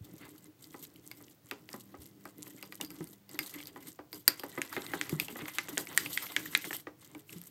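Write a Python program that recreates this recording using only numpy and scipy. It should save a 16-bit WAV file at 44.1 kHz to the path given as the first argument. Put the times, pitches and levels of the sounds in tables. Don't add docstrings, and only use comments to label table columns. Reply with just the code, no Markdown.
import sys
import numpy as np
from scipy import signal
from scipy.fft import rfft, irfft
from scipy.io import wavfile
from scipy.ndimage import uniform_filter1d

SR = 44100
rng = np.random.default_rng(int(sys.argv[2]) if len(sys.argv) > 2 else 0)


def put_to_file(sound):
    columns = np.atleast_2d(sound).T
    safe = np.clip(columns, -1, 1)
    whole_steps = np.round(safe * 32767)
    wavfile.write(sys.argv[1], SR, whole_steps.astype(np.int16))


N = 331058
TIME = np.arange(N) / SR


def amp(db):
    return 10 ** (np.asarray(db) / 20)


def unit_rms(x):
    return x / np.sqrt(np.mean(x ** 2) + 1e-20)


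def unit_peak_rms(x, window_s):
    return x / np.sqrt(uniform_filter1d(x ** 2, max(round(window_s * SR), 1)).max())


def curve_at(points, hz):
    f, value = np.transpose(points)
    return np.interp(np.log(hz + 1), np.log(f + 1), value)


def add(mix, start_s, sound):
    part = mix[round(start_s * SR):][:len(sound)]
    part += sound[:len(part)]


def colour(x, spectrum):
    return unit_rms(irfft(rfft(x) * amp(curve_at(spectrum, np.fft.rfftfreq(len(x), 1 / SR))), len(x)))


def band(x, low_hz, high_hz, order=2):
    return unit_rms(signal.sosfilt(signal.butter(order, [low_hz, high_hz], "band", fs=SR, output="sos"), x))


def flutter(rate_hz):
    return unit_rms(signal.lfilter(*signal.butter(2, rate_hz, fs=SR), rng.standard_normal(N)))


def resonate(x, hz, width_hz):
    carrier = np.exp(2j * np.pi * np.cumsum(hz * np.ones(len(x))) / SR)
    pole = np.exp(-np.pi * width_hz / SR)
    return 2 * (carrier * signal.lfilter([1 - pole], [1, -pole], x / carrier)).real


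def ring(modes, rise_s, chance, scale=1, rough=0, detune=0.018):
    t = np.arange(SR // 4) / SR
    out = np.zeros(len(t))
    for k, ((hz, db, t60), draw) in enumerate(zip(modes, chance)):
        envelope = amp(db + 3.7 * draw - 60 * t / t60)
        out += (-1) ** k * envelope * np.sin(2 * np.pi * hz * scale * (1 + detune * draw) * t)
    out = out * (1 - np.exp(-t / rise_s)) * (1 + rough)
    return unit_peak_rms(out, 3 / (modes[0][0] * scale))


# f/Hz, relative level/dB
AIR_SPECTRUM = [(50, -24), (114, 2), (294, -13), (423, -13.5), (942, -20.5), (5000, -26.5), (9900, -30.5),
                (12500, -27.5), (16600, -18.5)]
def still_air(level_db=-63.5):
    return amp(level_db) * colour(rng.standard_normal(N), AIR_SPECTRUM)


# start t/s, end t/s, f/Hz, level/dB
HUM_TONE = (1.66, 3.5, 198, -63.5)
def hum():
    start, end, hz, db = HUM_TONE
    gate = np.clip(20 * np.minimum(TIME - start, end - TIME), 0, 1)
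    return amp(db + 2 * flutter(3.4)) * gate * np.sin(2 * np.pi * hz * TIME)


# f/Hz, T60/s, level/dB
ROOM_BANDS = [(300, .3, -7), (900, .28, -7), (2000, .2, -15), (6000, .15, -17), (14000, .1, -21)]
def reverberation(x):
    taps = np.zeros(SR // 2)
    slots = np.arange(60, SR // 2 - 20, 20)
    taps[slots + rng.integers(0, 20, len(slots))] = rng.choice([-1., 1.], len(slots))
    hz, t, spectra = signal.stft(taps, SR, nperseg=256)
    t60 = curve_at([row[:2] for row in ROOM_BANDS], hz)[:, None]
    gain = amp(curve_at([row[::2] for row in ROOM_BANDS], hz))[:, None]
    decay = amp(-60 * t / t60)
    decay *= gain / np.linalg.norm(decay, axis=1)[:, None]
    tail = signal.istft(spectra * decay, SR, nperseg=256)[1] * np.sqrt(20 / 128)
    return signal.oaconvolve(x, tail)[:N]


# t/s, level/dB, f/Hz
MUG_BUMPS = [(0.009, -41, 100), (0.118, -56, 177), (0.06, -57, 112), (0.285, -51, 309), (0.812, -55.5, 167),
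             (1.066, -54.5, 300), (1.74, -46, 216), (1.985, -48, 73.5), (2.008, -60, 123),
             (3.006, -38, 166), (5.127, -27.5, 157), (5.327, -45.5, 238), (2.546, -48.5, 282),
             (3.343, -42, 300), (3.561, -47, 282), (3.882, -54, 288), (7.359, -43, 166)]
def bumps():
    out = np.zeros(N)
    for (start, db, hz), chance in zip(MUG_BUMPS, rng.standard_normal((len(MUG_BUMPS), 2))):
        overtone_db = 6 - 20 * max(np.log2(hz / 180), 0)
        modes = [(1.0, 10.3, 0.13), (2.05, overtone_db, 0.034)]
        add(out, start, amp(db) * ring(modes, 0.00046, chance, scale=hz))
    return out


# t/s, level/dB
PUSH_LEVELS = [(0.0, -55.5), (1.54, -64.5), (1.71, -62), (2.92, -54.5), (3.13, -60.5), (3.7, -54.5),
               (4.22, -68), (4.7, -58), (4.99, -47), (5.28, -50), (5.41, -51.5), (5.64, -55), (5.8, -50),
               (6.54, -54), (6.92, -65), (7.5, -57.5)]
# f/Hz, bandwidth/Hz, relative level/dB
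SHAKE_MODES = [(130, 20, -46), (176, 44, 7.5), (303, 30, 14.5), (391, 15, 0.5)]
def counter_shake(drag_db, follow=0.65):
    shove_db = np.clip(drag_db - uniform_filter1d(drag_db, size=SR // 2), -15, 15)
    level_db = np.interp(TIME, *np.transpose(PUSH_LEVELS)) + follow * shove_db
    force = rng.standard_normal(N) * amp(3.35 * flutter(5.3) + 2 * stick_slip(8.2, 0.01))
    t = np.arange(SR // 8) / SR
    response = sum(amp(db) * np.sqrt(width) * np.exp(-np.pi * width * t) * np.sin(2 * np.pi * hz * t)
                   for hz, width, db in SHAKE_MODES)
    return amp(level_db) * unit_rms(signal.oaconvolve(force, response)[:N])


# t/s, level/dB, f/Hz
SMALL_TICKS = [(0.2915, -48.5, 8500), (0.4433, -47.5, 8550), (0.642, -44.5, 4570), (0.96, -52, 3100),
               (0.851, -45.5, 4100), (1.065, -49, 8100), (1.076, -39.5, 11200), (1.282, -52.5, 2900),
               (1.7309, -37.5, 5100), (1.8, -45, 12400), (2.064, -44, 12100), (2.4233, -40, 7400),
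               (2.429, -36, 7200), (2.4785, -43, 11900), (2.755, -40, 12600), (3.0422, -38.5, 8700),
               (3.0725, -50, 4500), (3.314, -42.5, 7900), (3.433, -42, 3970), (3.462, -42.5, 4000),
               (3.476, -46.5, 3900), (3.495, -53, 3800), (3.628, -44.5, 3180), (3.6564, -43, 4700),
               (4.5174, -48, 4000), (4.82, -38.5, 3770), (4.865, -36.5, 3770), (5.4556, -39, 2120),
               (5.871, -38, 2240), (6.2657, -40.5, 2120), (6.32, -43, 2350), (5.949, -40, 11600),
               (6.196, -46, 9450), (6.394, -41, 9000), (6.575, -26.5, 13000), (6.767, -31, 12000),
               (7.3286, -45, 2730), (7.416, -38.5, 12300)]
def ticks(decay_cycles=2.1):
    out, t = np.zeros(N), np.arange(256) / SR
    for start, db, hz in SMALL_TICKS:
        hiss = band(rng.standard_normal(len(t)), hz / 1.5, min(hz * 1.5, 15000), order=1)
        tick = (np.sin(2 * np.pi * hz * t) + 0.77 * hiss) * t * np.exp(-t * hz / decay_cycles)
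        add(out, start, amp(db) * unit_peak_rms(tick, 0.0018))
    return out


def stick_slip(per_s, relax_s):
    jumps = rng.exponential(1, N) * (rng.random(N) < per_s / SR)
    tension = np.log(0.19 + signal.lfilter([1], [1, -np.exp(-1 / SR / relax_s)], jumps))
    return unit_rms(tension - tension.mean())


def crackle(per_s, spread_db, low_hz, high_hz, cycles):
    impulses = amp(spread_db * np.minimum(rng.exponential(1, N), 3)) * (rng.random(N) < per_s / SR)
    pitch_index = rng.integers(0, 12, N)
    out, t = np.zeros(N), np.arange(256) / SR
    for k, hz in enumerate(np.geomspace(low_hz, high_hz, 12)):
        pop = np.sin(2 * np.pi * hz * t) * t * np.exp(-t * hz / cycles)
        out += signal.oaconvolve(impulses * (pitch_index == k), pop / np.linalg.norm(pop))[:N]
    return unit_rms(out)


def lumps(x, depth_db):
    spectra = signal.stft(x, nperseg=256, noverlap=192)[2]
    patches = rng.standard_normal(spectra.shape[::-1]).T
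    patches = unit_rms(uniform_filter1d(uniform_filter1d(patches, size=9, axis=0), size=18, axis=1))
    return signal.istft(spectra * amp(depth_db * patches), nperseg=256, noverlap=192)[1][:N]


# f/Hz, relative level/dB
RASP_SPECTRUM = [(1800, -35), (3000, -2.5), (5300, -8), (8300, -2), (9900, -10), (12300, 2), (14500, -3.5),
                 (16500, -18)]
def crumb_rasp(jerk, graininess):
    hiss = lumps(rng.standard_normal(N) * amp(4.95 * graininess * jerk), depth_db=3)
    pops = crackle(550, 8.1, 5000, 19000, cycles=0.55)
    return colour(hiss + 1.1 * graininess ** 2 * pops, RASP_SPECTRUM)


# f/Hz, relative level/dB
DRAG_SPECTRUM = [(260, -4.5), (700, -4.5), (1100, 0), (2070, -6), (2500, -7.5), (3200, -6), (4500, -11),
                 (6000, -36.5)]
def wall_drag(jerk, graininess):
    rub = lumps(rng.standard_normal(N) * amp(1.64 * graininess * jerk + 3.6 * np.tanh(flutter(21))), 4)
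    rub += 0.14 * graininess * crackle(370, 7, 1700, 5000, cycles=2.4)
    singing = resonate(rub, hz=2043 * (1 + 0.022 * flutter(5.5)), width_hz=67)
    return colour(rub + amp(11) * singing, DRAG_SPECTRUM)


# start t/s, duration/s, rasp level/dB, drag level/dB
STIR_STROKES = [(0.048, 0.41, -61.5, -67), (0.215, 0.034, -74, -52), (0.617, 0.19, -61, -72),
                (0.836, 0.0045, -50.5, -63), (0.913, 0.074, -67, -72), (1.058, 0.26, -60.5, -71),
                (1.46, 0.18, -63, -70.5), (1.712, 0.074, -54.5, -65), (1.846, 0.11, -65, -72.5),
                (2.01, 0.048, -57.5, -64), (2.116, 0.12, -70.5, -80.5), (2.249, 0.053, -63, -70.5),
                (2.382, 0.13, -57.5, -66.5), (2.536, 0.13, -59.5, -65.5), (2.709, 0.047, -57.5, -69),
                (2.824, 0.0085, -49.5, -62), (2.902, 0.24, -58.5, -68.5), (3.322, 0.032, -52, -52.5),
                (3.405, 0.073, -48, -60), (3.538, 0.14, -53.5, -54.5), (3.726, 0.11, -64.5, -65.5),
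                (3.862, 0.035, -50.5, -61), (4.141, 0.027, -49.5, -63), (4.292, 0.03, -52, -56),
                (4.388, 0.094, -57.5, -60.5), (4.53, 0.87, -53.5, -56.5), (4.726, 0.35, -48.5, -49.5),
                (5.114, 0.011, -43.5, -49), (5.21, 0.009, -38, -45.5), (5.308, 0.0057, -43, -48.5),
                (5.393, .36, -48.5, -49.5), (5.8, 0.0087, -36.5, -46.5), (5.892, 0.13, -48, -49.5),
                (5.996, 0.076, -40, -51), (6.104, 0.13, -41, -53), (6.234, 0.28, -44.5, -51.5),
                (6.528, 0.06, -42.5, -57.5), (6.648, 0.0075, -39.5, -50), (6.746, 0.02, -39.5, -51.5),
                (7.01, 0.19, -61.5, -65.5), (7.3, 0.077, -50.5, -60), (7.413, 0.1, -57, -69)]
def stirring(rise_db_per_s=595, sag_db_per_s=13, fall_db_per_s=336.5):
    t = np.arange(0, N, 64) / SR
    start, length, *levels = np.transpose(STIR_STROKES)[:, :, None]
    age = t - start
    shape_db = (rise_db_per_s * np.minimum(age, 0) - sag_db_per_s * np.clip(age, 0, length)
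                - fall_db_per_s * np.maximum(age - length, 0))
    powers = [(amp(db + shape_db) ** 2).sum(0) + 1e-12 for db in levels]
    rasp_db, drag_db = [np.interp(TIME, t, 10 * np.log10(power)) for power in powers]
    jerk = stick_slip(per_s=45, relax_s=0.0072)
    graininess = np.clip(-(rasp_db + 32.5) / 22, 0.5, 1.1)
    rasp = amp(rasp_db) * crumb_rasp(jerk, graininess)
    drag = amp(drag_db) * wall_drag(jerk, graininess)
    return rasp + drag + counter_shake(drag_db)


# f/Hz, relative level/dB, T60/s
BOWL_MODES = [(4500, 0, .005), (5400, -5, .004), (3500, -5, .003)]
EDGE_MODES = [(7000, -3, .003), (8800, -2, .004), (11600, -5, .004), (13450, 0, .007)]
STEM_MODES = [(4670, 3, .045), (4793, -2, .16), (4868, -2, .15), (8940, -9, .12), (11420, -6, .09),
              (13530, -5, .12), (13920, -4, .07)]
def spoon_ring(start, wall_db, metal_db, edge_hz, chance, grit, wiped_s=2.5):
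    edge_modes = [(hz, db - 20 * abs(np.log2(hz / edge_hz)), t60) for hz, db, t60 in EDGE_MODES]
    bowl_db = metal_db - 2 + 15 * np.log2(edge_hz / EDGE_MODES[-1][0])
    muting_db = 0.9 * min(bowl_db - wall_db + 15.5, 0) - 0.36 * max(bowl_db + 33.5, 0)
    stem_db = bowl_db - 8 + muting_db - 9 * (start < wiped_s)
    bowl = amp(bowl_db) * ring(BOWL_MODES, 0.000076, 0.5 * chance[0])
    edge = amp(metal_db) * ring(edge_modes, 0.000039, 0.71 * chance[1], detune=0.016)
    stem = amp(stem_db) * ring(STEM_MODES, 0.001, 0.9 * chance[2], rough=0.7 * grit, detune=0.004)
    return bowl + edge + stem


def contact_noise(wall_db, wall_hz, base_db, metal_db, grit, skid_s=0.031, slump_s=0.018):
    t = np.arange(SR // 8) / SR
    noise = rng.standard_normal(len(t))
    clack = amp(wall_db - 17) * band(noise[::-1], 1300, 4500) * np.exp(-t / 0.0039)
    crack = amp(metal_db - 5) * band(noise, 2800, 12000) * np.exp(-t / 0.0015)
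    scrape = unit_rms(band(noise, 1800, 6500) + 1.2 * unit_rms(resonate(noise, 1.2 * wall_hz, 600)))
    skid = amp(wall_db - 24) * scrape * (1 + 0.26 * grit[:len(t)]) * np.exp(-t / skid_s)
    swell = t / slump_s * np.exp(1 - 2 * t / slump_s)
    slump = amp(base_db - 8) * band(noise[::-1], 420, 1600) * swell
    return clack + crack + skid + slump


# f/Hz, relative level/dB, T60/s
COUNTER_MODES = [(300.3, -2.5, 0.14), (264, -12, 0.074), (340, -2, 0.047), (396.7, -5.5, 0.05)]
BASE_MODES = [(410.4, -9.5, 0.31), (484, 5, 0.043), (806, 8.5, 0.03), (985, -7, 0.17), (1164, 6, 0.035),
              (1276, -4.5, 0.078), (1535, -11.5, 0.15), (1974, 4.5, 0.044)]
# frequency ratio, relative level/dB, T60/s
WALL_MODES = [(0.992, -0.5, 0.0077), (1.265, -4, 0.005), (0.86, -6.5, 0.0055), (1.632, 0, 0.004),
              (1.02, -19.5, 0.044)]
# t/s, wall level/dB, wall f/Hz, base level/dB, metal level/dB, edge f/Hz
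SPOON_KNOCKS = [(0.7425, -46, 1980, -46.5, -64, 13000), (1.1143, -41.5, 2160, -63, -40, 14400),
                (1.2043, -77, 2780, -56.5, -64, 7980), (1.512, -29, 2250, -42, -37, 14400),
                (1.69, -43, 2240, -57, -48, 13800), (1.7397, -47, 1620, -42.5, -58, 6740),
                (1.942, -57, 2020, -45.5, -75, 12400), (2.2542, -43, 1590, -45, -46, 13900),
                (2.468, -48.5, 1990, -54, -66, 12100), (2.627, -36.5, 2450, -50.5, -39.5, 13200),
                (2.7237, -38.5, 1930, -55, -45, 13900), (2.812, -31, 2840, -46.5, -27.5, 7400),
                (2.801, -49, 1850, -45.5, -70, 12000), (2.848, -50, 2620, -72, -38.5, 13500),
                (2.9044, -46, 2620, -55, -42, 13500), (3.0071, -47.5, 1900, -48.5, -68, 12700),
                (3.2927, -59, 2970, -58, -45.5, 12500), (3.3905, -26, 2018, -48, -25, 12500),
                (3.6029, -43.5, 2220, -59, -49, 13400), (3.671, -60, 2940, -66, -37, 12300),
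                (3.7603, -47, 1870, -45, -62, 11900), (3.99, -49.5, 1850, -42.5, -60, 14400),
                (4.1297, -41, 2150, -51.5, -36.5, 13100), (4.279, -17, 1850, -36.5, -3.5, 12500),
                (4.3965, -38.5, 3220, -50.5, -38.5, 14500), (4.4346, -36.5, 1630, -37.5, -47.5, 14100),
                (4.5761, -37, 1910, -33.5, -66, 14200), (4.6172, -24.5, 2040, -52, -26.5, 6700),
                (4.7281, -36, 1490, -60, -39.5, 12400), (4.7651, -30.5, 1840, -33, -40.5, 8060),
                (4.9357, -26.5, 1533, -32.5, -55, 6960), (5.013, -21.5, 1933, -50, -28, 6630),
                (5.0946, -35.5, 2120, -50, -33, 11600), (5.1991, -21.5, 2380, -57, -23.5, 12800),
                (5.2832, -35.5, 2660, -45, -47, 11600), (5.3574, -41, 1840, -40.5, -59, 7300),
                (5.3899, -44, 1924, -44, -49, 13500), (5.4825, -34, 1980, -57, -42, 6900),
                (5.585, -19.5, 2010, -47.5, -25, 6800), (5.685, -39.5, 1560, -44.5, -42, 7040),
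                (5.7739, -26.5, 1820, -36, -52, 7300), (5.7789, -29.5, 1480, -47, -18.5, 6600),
                (5.976, -15.5, 1825, -62, -12.5, 8600), (6.06, -31, 2430, -46, -38.5, 11600),
                (6.1751, -20.5, 1983, -49, -31.5, 6900), (6.3643, -17.5, 1910, -49, -26, 6660),
                (6.459, -36, 1800, -64, -54, 6900), (6.55, -15, 2070, -58, -21.5, 7900),
                (6.6432, -33.5, 1880, -56, -58, 11400), (6.708, -32.5, 1780, -41.5, -85, 12600),
                (6.7299, -31.5, 1750, -57, -42, 12900), (6.8696, -40, 1845, -39.5, -78, 6640),
                (7.1488, -45.5, 2260, -49.5, -49, 8100), (7.294, -43.5, 2540, -87, -63, 6840)]
def knocks(counter_lag_s=0.00251):
    out = np.zeros(N)
    chances = rng.standard_normal((len(SPOON_KNOCKS), 6, len(BASE_MODES)))
    roughness = flutter(330)
    for (start, wall_db, wall_hz, base_db, metal_db, edge_hz), chance in zip(SPOON_KNOCKS, chances):
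        grit = np.resize(roughness[round(start * SR):], SR // 4)
        wall = ring(WALL_MODES, 0.00068, chance[0], scale=wall_hz, rough=0.91 * grit)
        boom = ring(COUNTER_MODES, 0.0036, 1.09 * chance[1], scale=0.96, rough=0.36 * grit, detune=0.036)
        base = ring(BASE_MODES, 0.0009, chance[2], rough=0.55 * grit, detune=0.012)
        add(out, start, amp(wall_db) * wall + amp(base_db - 1) * base)
        add(out, start + counter_lag_s, amp(base_db - 3) * boom)
        add(out, start, spoon_ring(start, wall_db, metal_db, edge_hz, chance[3:], grit))
        add(out, start, contact_noise(wall_db, wall_hz, base_db, metal_db, grit))
    return out


def scene():
    radiation = signal.butter(2, 105, "high", fs=SR, output="sos")
    impacts = knocks() + ticks() + bumps()
    air = still_air()
    foreground = signal.sosfilt(radiation, impacts + reverberation(impacts) + stirring())
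    return (foreground + air + hum())[None]


def record(dry):
    rounded = 0.8 * np.tanh(dry / 0.8)
    thinned = signal.sosfilt(signal.butter(2, 55, "high", fs=SR, output="sos"), rounded)
    low_pass = signal.firwin(255, 15950, window=("kaiser", 9), fs=SR)
    return signal.oaconvolve(thinned, low_pass[None], "same")


dry = scene()
out = record(dry)
put_to_file(out)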